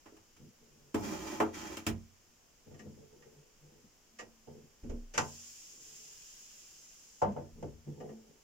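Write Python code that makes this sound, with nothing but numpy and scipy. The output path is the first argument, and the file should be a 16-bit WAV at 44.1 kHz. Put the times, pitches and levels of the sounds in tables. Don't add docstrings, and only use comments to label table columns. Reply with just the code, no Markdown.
import sys
import numpy as np
from scipy import signal
from scipy.fft import rfft, irfft, next_fast_len
from scipy.io import wavfile

SR = 44100
rng = np.random.default_rng(int(sys.argv[2]) if len(sys.argv) > 2 else 0)


def store_wav(level_fs):
    pcm = np.round(np.clip(np.atleast_2d(level_fs), -1, 1) * 32767)
    wavfile.write(sys.argv[1], SR, pcm.T.astype(np.int16))


N = 372071
FFT_LEN = next_fast_len(N)
TIME_S, BIN_HZ = np.arange(N) / SR, np.fft.rfftfreq(FFT_LEN, 1 / SR)


def amp(db):
    return 10 ** (np.asarray(db) / 20)


def at_hz(points, hz):
    f, value = np.transpose(points)
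    return np.interp(np.log(np.maximum(hz, 1)), np.log(f), value)


def shaped(x, response):
    return irfft(rfft(x, FFT_LEN) * response, FFT_LEN)[..., :N]


# (frequency [Hz], correlation [-1..1])
LIKENESS = [(60, 0.75), (150, 0.44), (300, 0.87), (600, 0.18), (1200, 0.14), (3000, 0.22), (8000, .03)]


def stereo(mid, side, hz):
    alike = np.clip(at_hz(LIKENESS, hz), -.99, .99)
    side = side * np.sqrt((1 - alike) / (1 + alike))
    return np.array([mid + side, mid - side])


def coloured(source, spectrum, body=1):
    gain = amp(at_hz(spectrum, BIN_HZ)) * body * np.sqrt(SR / 2)
    mid, side = rfft(source, FFT_LEN) * gain
    return irfft(stereo(mid, side, BIN_HZ), FFT_LEN)[:, :N]


def grains(per_s, spread_db, room_t60_s=0.21):
    occurs = rng.random(N) < per_s / SR
    size = amp(spread_db * np.minimum(rng.exponential(1, N), 3))
    clicks = occurs * size * rng.choice([-1, 1], N)
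    t = TIME_S[:SR // 4]
    room = rng.standard_normal((2, len(t))) * amp(-60 * t / room_t60_s)
    room[0, 0] = np.linalg.norm(room[0])
    x = signal.fftconvolve(clicks[None], room, axes=1)[:, :N]
    return x / x.std(axis=1, keepdims=True)


def resonant(modes, lift_db, width_hz):
    response = 1
    for hz, db, _ in modes:
        response = response + amp(lift_db + db) / (1 + (2 * (BIN_HZ - hz) / width_hz) ** 2)
    return response


def wavering(per_s, depth_db):
    steps = rng.standard_normal(N // 100)
    return amp(depth_db * np.interp(TIME_S * per_s, np.arange(len(steps)), steps))


def gestures(rows, rise_s, easing_db_per_s, stop_t60_s):
    out = 0
    for start_s, length_s, *levels_db in rows:
        t = np.maximum(TIME_S - start_s, 0)
        stop_db = 60 * np.maximum(t - length_s, 0) / np.array(stop_t60_s)[:, None]
        fall_db = np.minimum(easing_db_per_s * t + stop_db, 200)
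        rise = np.minimum(t / rise_s, 1)
        out = np.maximum(out, amp(levels_db)[:, None] * rise * amp(-fall_db))
    return out


def force(hz, force_db, weight_db, contact_hz, resonance_db, click_db, click):
    weight = weight_db / (1 + (hz / 214) ** 4)
    octaves = np.log2(hz / contact_hz)
    spring = resonance_db * np.exp(-octaves ** 2)
    push = amp(force_db + weight + spring) / np.hypot(1, (hz / contact_hz) ** 3.05)
    return np.hypot(push, amp(click_db + at_hz(click, hz)))


def early_one(x):
    return x / np.sqrt(np.mean(x[..., :SR // 25] ** 2, axis=-1, keepdims=True))


# (frequency [Hz], t60 [s])
ROOM_T60 = [(80, 0.41), (210, 0.34), (560, 0.29), (1500, 0.16), (4000, 0.12), (10000, 0.12)]


def blows(rows, modes, wash, click, ring_db, wash_db, swell_cycles):
    build_up_cycles, direct_gain = 1.2, 0.85
    out, t = np.zeros((2, N + SR)), TIME_S[:SR * 2 // 3]
    edges_hz = 45 * 2 ** np.arange(0, 9, .5)
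    bank = []
    for low, high in zip(edges_hz, edges_hz[1:]):
        sos = signal.butter(2, [low, high], "band", fs=SR, output="sos")
        bank.append((np.sqrt(low * high), high - low, sos))
    first_arrivals = 1 + direct_gain * np.exp(-t / 0.0021)
    for start_s, *touch, contact_s, pan_db in rows:
        white, hit = rng.standard_normal((2, 2, len(t))), 0
        contact = 1 - np.exp(-t / max(contact_s, 1e-4))
        for k, (hz, width_hz, sos) in enumerate(bank):
            build_up = 1 - np.exp(-t * hz / build_up_cycles)
            fade = contact * build_up * first_arrivals * amp(-60 * t / at_hz(ROOM_T60, hz))
            band = early_one(signal.sosfilt(sos, white[k % 2] * fade))
            gain = force(hz, *touch, click) * amp(wash_db + at_hz(wash, hz)) * np.sqrt(width_hz)
            hit = hit + gain * stereo(*band, hz)
        phases = rng.random((len(modes), 2, 1))
        for (hz, db, t60_s), turn in zip(modes, phases):
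            swell = contact * (1 - np.exp(-t * hz / swell_cycles))
            tone = np.sin(2 * np.pi * (hz * t + turn))
            ring = early_one(tone * swell * amp(-60 * t / t60_s))
            gain = force(hz, *touch, click) * amp(ring_db + db) * np.sqrt(hz)
            hit = hit + gain * stereo(*ring, hz)
        start = int(start_s * SR)
        out[:, start:start + len(t)] += hit * amp(pan_db * np.array([[.5], [-.5]]))
    return out[:, :N]


# (frequency [Hz], level [dB per Hz])
HISS = [(25, -86.5), (60, -96), (100, -100), (230, -98.5), (400, -101), (650, -105), (1000, -107),
        (2000, -109.5), (4000, -110), (6300, -112), (10000, -114), (15000, -114)]


def steady_hiss():
    return coloured(rng.standard_normal((2, N)), HISS)


# (time [s], level [dB])
TUGS = [(4.831, -25.5), (4.895, -15.5), (7.529, -31.5)]
# (frequency [Hz], level [dB], t60 [s])
SWAY_MODES = [(28, -15, 0.67), (41.8, 7.5, 0.049), (65.7, -13, 0.21)]


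def table_sway():
    out = np.zeros(N)
    for start_s, tug_db in TUGS:
        t = np.maximum(TIME_S - start_s, 0)
        pull = 1 - np.exp(-t / 0.033)
        for hz, db, t60_s in SWAY_MODES:
            decay = amp(tug_db + db - 60 * np.minimum(t / t60_s, 3))
            out += pull * decay * np.sin(2 * np.pi * hz * t)
    return out


# (time of peak [s], frequency [Hz], level [dB], half length to 1/e [s])
LOW_TONES = [(0.45, 155, -61, 0.029), (0.642, 232, -66.5, 0.053), (2.872, 215, -53.5, 0.055),
             (3.394, 147, -56.5, 0.027), (3.665, 149.6, -60.5, 0.044), (4.296, 223.7, -63.5, 0.16),
             (4.937, 236.6, -44.5, 0.065), (7.297, 202, -34, 0.029), (7.9, 146.4, -49, 0.039),
             (8.142, 222, -49, 0.067)]


def low_tones():
    out = np.zeros(N)
    for peak_s, hz, db, half_s in LOW_TONES:
        unsteady_rad = np.cumsum(rng.standard_normal(N)) * 0.0082
        envelope = np.exp(-np.minimum(((TIME_S - peak_s) / half_s) ** 2, 20))
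        tone = np.sin(2 * np.pi * hz * TIME_S + unsteady_rad)
        out += amp(db) * np.sqrt(2) * envelope * tone
    return out


# (time [s], gap [share of fully open])
LID_GAP = [(5.17, 0), (5.22, 0.0061), (5.5, 0.078), (5.8, 0), (6.3, 0.88), (6.75, 0.64), (7.0, 0.2),
           (7.2, 0.1), (7.23, 0.098)]
# (frequency [Hz], level [dB per Hz])
FIZZ = [(2000, -125), (3800, -106), (5500, -99), (7000, -96.5), (9000, -103), (12000, -110), (15000, -112)]
MOUTH = [(400, -116), (1000, -111), (1600, -105), (2700, -99), (4000, -99), (7000, -106), (10000, -104),
         (15000, -105)]


def electrolyte():
    time_s, share = np.transpose(LID_GAP)
    gap = np.clip(np.interp(TIME_S, time_s, share), 0, 1)
    gap *= (TIME_S > time_s[0]) * (TIME_S < time_s[-1])
    foam_db = -5 * np.maximum(TIME_S - time_s[0], 0)
    fizz = coloured(grains(per_s=4000, spread_db=3.5), FIZZ)
    spray = coloured(grains(per_s=3300, spread_db=3.0), MOUTH)
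    return amp(6 + foam_db) * gap ** 0.071 * fizz + amp(5 + foam_db) * gap ** 0.15 * spray


# (time [s], force [dB], extra bass weight [dB], contact pitch [Hz],
# contact resonance [dB], edge click [dB], contact time constant [s], left over right [dB])
CASE_BLOWS = [(0.056, -82, -10, 1350, -6.5, -98.5, 0.0062, -1),
              (0.121, -86.5, -41, 345, 13.5, -116, 0.0027, 0), (0.164, -94.5, 1, 1000, 2, -99, 0.003, 2),
              (0.362, -99, 4, 1200, -1, -99, 0.003, -2), (0.942, -50, -13, 580, -8, -75.5, 0.0034, -1.5),
              (1.401, -55.5, -12.5, 1000, 3, -75.5, 0.00066, 1.5),
              (1.421, -60.5, -17.5, 387, 10, -83, 0.00083, -1.5),
              (1.769, -76, -13, 280, 9.5, -76.5, 0.001, 0.2), (1.865, -61.5, 3.5, 380, -2, -66, 0.001, 0),
              (1.886, -60, -2.5, 313, 1.5, -78.5, 0.0014, -3.5)]
# (frequency [Hz], level [dB], t60 [s])
CASE_MODES = [(93, 10, 0.44), (195, -8, 0.16), (225, 5, 0.36), (285, 6.5, 0.12), (323.4, 6.5, 0.23),
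              (378, -5.5, 0.45), (426.5, 2.5, 0.22), (539, -3, 0.16), (589.4, -2.5, 0.066),
              (716, -10.5, 0.21), (850, -7, .21), (925, -7, 0.24), (1030, -2.5, 0.067), (1285, -5, 0.085),
              (2370, -4.5, 0.16), (2610, -13, 0.067), (3190, -7, 0.11), (7600, -9, 0.068)]
# (frequency [Hz], level [dB])
CASE_WASH = [(55, -11.5), (100, -2), (160, -4.5), (300, -5.5), (800, 0.5), (2800, 7), (6500, -7.5),
             (10000, -1), (15000, -5.5)]
CASE_CLICK = [(600, -2.5), (1200, -5), (2600, -8), (6100, -8)]
# (start [s], length [s], drag [dB], grit [dB])
SHOVES = [(0.955, 0.12, 1.5, -8), (1.015, 0.39, 4.5, 6.5), (1.245, 0.1, 3, 5), (1.525, 0.15, -2, 6),
          (1.685, 0.049, -0.5, 1.5)]
# (drag t60 [s], grit t60 [s])
SHOVE_STOP_T60_S = [0.39, 1]
# (frequency [Hz], level [dB per Hz])
DRAG = [(35, -102.5), (65, -77.5), (95, -94), (150, -80.5), (220, -81.5), (320, -82), (420, -83.5),
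        (900, -82), (1600, -101)]
GRIT = [(500, -105), (1100, -87), (1700, -89), (2500, -90), (4000, -94), (6500, -99), (10000, -101),
        (15000, -105)]


def power_supply():
    drag, grit = gestures(SHOVES, rise_s=0.028, easing_db_per_s=25, stop_t60_s=SHOVE_STOP_T60_S)
    drag_body = resonant(CASE_MODES, lift_db=14.0, width_hz=15.0)
    drone = drag * coloured(grains(per_s=870, spread_db=3.5), DRAG, drag_body)
    grit_body = resonant(CASE_MODES, lift_db=9, width_hz=11.0)
    scratch = grit * coloured(grains(per_s=1700, spread_db=3.5), GRIT, grit_body)
    scratch *= wavering(per_s=51, depth_db=1.05)
    knocks = blows(CASE_BLOWS, CASE_MODES, CASE_WASH, CASE_CLICK,
                   ring_db=-11.0, wash_db=-6.5, swell_cycles=0.95)
    return (drone + scratch) * amp(np.array([[-.6], [.6]])) + knocks


# (time [s], force [dB],
# extra bass weight [dB], contact pitch [Hz], contact resonance [dB], edge click [dB],
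# contact time constant [s], left over right [dB])
JAR_BLOWS = [(2.669, -93.5, 27, 660, 8, -108, 0.0031, 3), (2.709, -77.5, -8, 477, -3, -101, 0.004, -9),
             (2.853, -69.5, 4, 362, 1, -109, 0.006, 0.5), (2.981, -87, 7, 417, 3.5, -114, 0.0031, -16),
             (4.471, -77, 8, 625, 2, -101, 0.0017, -4), (4.833, -65, -5.5, 260, 10, -92, 0.0046, -2.5),
             (4.894, -66.5, 0.5, 414, 7.5, -84.5, 0.003, -3), (5.136, -69, -4, 1100, -5, -68.5, 0.025, 0),
             (5.177, -59.5, 4, 1310, 12, -54, 0.0013, -0.5), (7.217, -57.5, 5, 850, 14, -76, 0.0024, -1),
             (7.318, -70, 10, 300, -5, -91, 0.0022, -1), (7.362, -66, 6, 704, 8, -104, 0.00081, 0),
             (7.625, -64.5, 6.5, 570, 4, -86.5, 0.0015, 0), (7.864, -70.5, -1, 337, 4, -110, 0.0043, 5)]
TERMINAL_TICKS = [(2.741, -87.5, -6, 550, 3, -99, 0.0031, -1), (2.791, -79, -12, 450, 1, -89, 0.0039, 0.5),
                  (3.221, -99, 0, 595, -5, -98, 0.0029, -6), (4.186, -77, -7, 790, 2.5, -78.5, 0.01, -1),
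                  (8.0, -85, -14, 645, 15.5, -94, 0.0057, 1.5),
                  (8.087, -79, -6.5, 474, 7.5, -98, 0.005, -1)]
# (frequency [Hz], level [dB], t60 [s])
JAR_MODES = [(89.7, 1.5, 0.59), (145.7, 4.5, 0.39), (211.4, -4, 0.22), (233.2, 0, 0.67), (430, 1.5, 0.32),
             (491.5, 2, 0.16), (576, -2.5, 0.29), (572, -3, 0.06), (755, -3.5, 0.19), (838, -5, 0.089),
             (888, -2, 0.19), (1023, -12, 0.29), (1175, -14.5, 0.17), (1400, -9.5, 0.13),
             (1523, -9.5, 0.19), (1670, -20, .17), (6080, -12, 0.097)]
TERMINAL_MODES = [(222.7, -6, 0.61), (488, -12, 0.31), (735, -12, 0.21), (1190, -7, 0.098),
                  (1740, -15, 0.088), (1896, -13.5, 0.13), (2120, -28, 0.045), (2086, -33, 0.15),
                  (2940, -27, 0.099)]
# (frequency [Hz], level [dB])
JAR_WASH = [(55, -16), (100, 3.5), (160, -3.5), (300, 5.5), (600, 3), (1400, -1.5), (2000, -4), (3000, -12),
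            (6500, -1), (10000, -11.5), (15000, -23)]
JAR_CLICK = [(600, -34), (1300, -2.5), (2400, 7.5), (6100, -8)]
# (start [s], length [s], soft rub [dB], dry rub [dB])
STROKES = [(0.39, 0.082, -59, -88.5), (0.59, 0.3, -74.5, -90.5), (2.655, 0.25, -63, -83),
           (2.83, 0.07, -68, -87), (2.95, 0.061, -68, -79), (3.11, 0.26, -74, -81), (3.61, 0.14, -70, -89),
           (3.735, 0.026, -69.5, -85.5), (3.825, 0.034, -67.5, -98), (4.47, 0.06, -65, -76.5),
           (4.55, 0.097, -65, -93), (5.72, 0.44, -79, -92), (7.54, 0.092, -61, -82),
           (7.865, 0.049, -51.5, -75.5), (7.965, 0.12, -55.5, -70.5), (8.275, 0.024, -68, -85)]
# (soft rub t60 [s], dry rub t60 [s])
STROKE_STOP_T60_S = [0.22, 0.73]
# (frequency [Hz], level [dB per Hz])
SOFT_RUB = [(40, -39), (90, -30.5), (150, -24), (230, -22.5), (350, -24), (600, -48), (1200, -67)]
DRY_RUB = [(200, -21), (450, -2), (650, -25.5), (900, -22), (1300, -59), (2000, -40), (4000, -72)]


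def jar_lid():
    soft, dry = gestures(STROKES, rise_s=0.023, easing_db_per_s=10.5, stop_t60_s=STROKE_STOP_T60_S)
    body = resonant(JAR_MODES, lift_db=4.0, width_hz=12.3)
    rub = soft * coloured(grains(per_s=500, spread_db=4.5), SOFT_RUB, body)
    rub += dry * coloured(grains(per_s=630, spread_db=5), DRY_RUB, body)
    knocks = blows(JAR_BLOWS, JAR_MODES, JAR_WASH, JAR_CLICK,
                   ring_db=-16, wash_db=-14.0, swell_cycles=1.0)
    ticks = blows(TERMINAL_TICKS, TERMINAL_MODES, JAR_WASH, JAR_CLICK,
                  ring_db=0, wash_db=-8, swell_cycles=5.4)
    return rub + knocks + ticks


# (delay [s], level [dB])
WALL_ECHOES = [(.0058, -13.5), (.028, -24.5)]


def with_wall(x):
    response = 1
    for delay_s, db in WALL_ECHOES:
        delayed = np.exp(-2j * np.pi * BIN_HZ * delay_s)
        response = response + amp(db) * delayed * BIN_HZ / (BIN_HZ + 500)
    return shaped(x, response)


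def scene():
    background = steady_hiss() + table_sway() + low_tones()
    return background + electrolyte() + with_wall(power_supply() + jar_lid())


# (frequency [Hz], level [dB])
MICROPHONE = [(2000, -1.5), (3100, 0.5), (3700, -5.5), (4400, -4), (5100, 4), (7250, 6), (7900, -3.5),
              (9500, -6.5), (13800, -6), (14800, -0.5), (15600, -6.5)]


def record(dry):
    cutoff_hz = 15850
    x = signal.sosfilt(signal.butter(1, 12, "high", fs=SR, output="sos"), dry)
    return shaped(x, amp(at_hz(MICROPHONE, BIN_HZ)) * (BIN_HZ < cutoff_hz))


dry = scene()
out = record(dry)
store_wav(out)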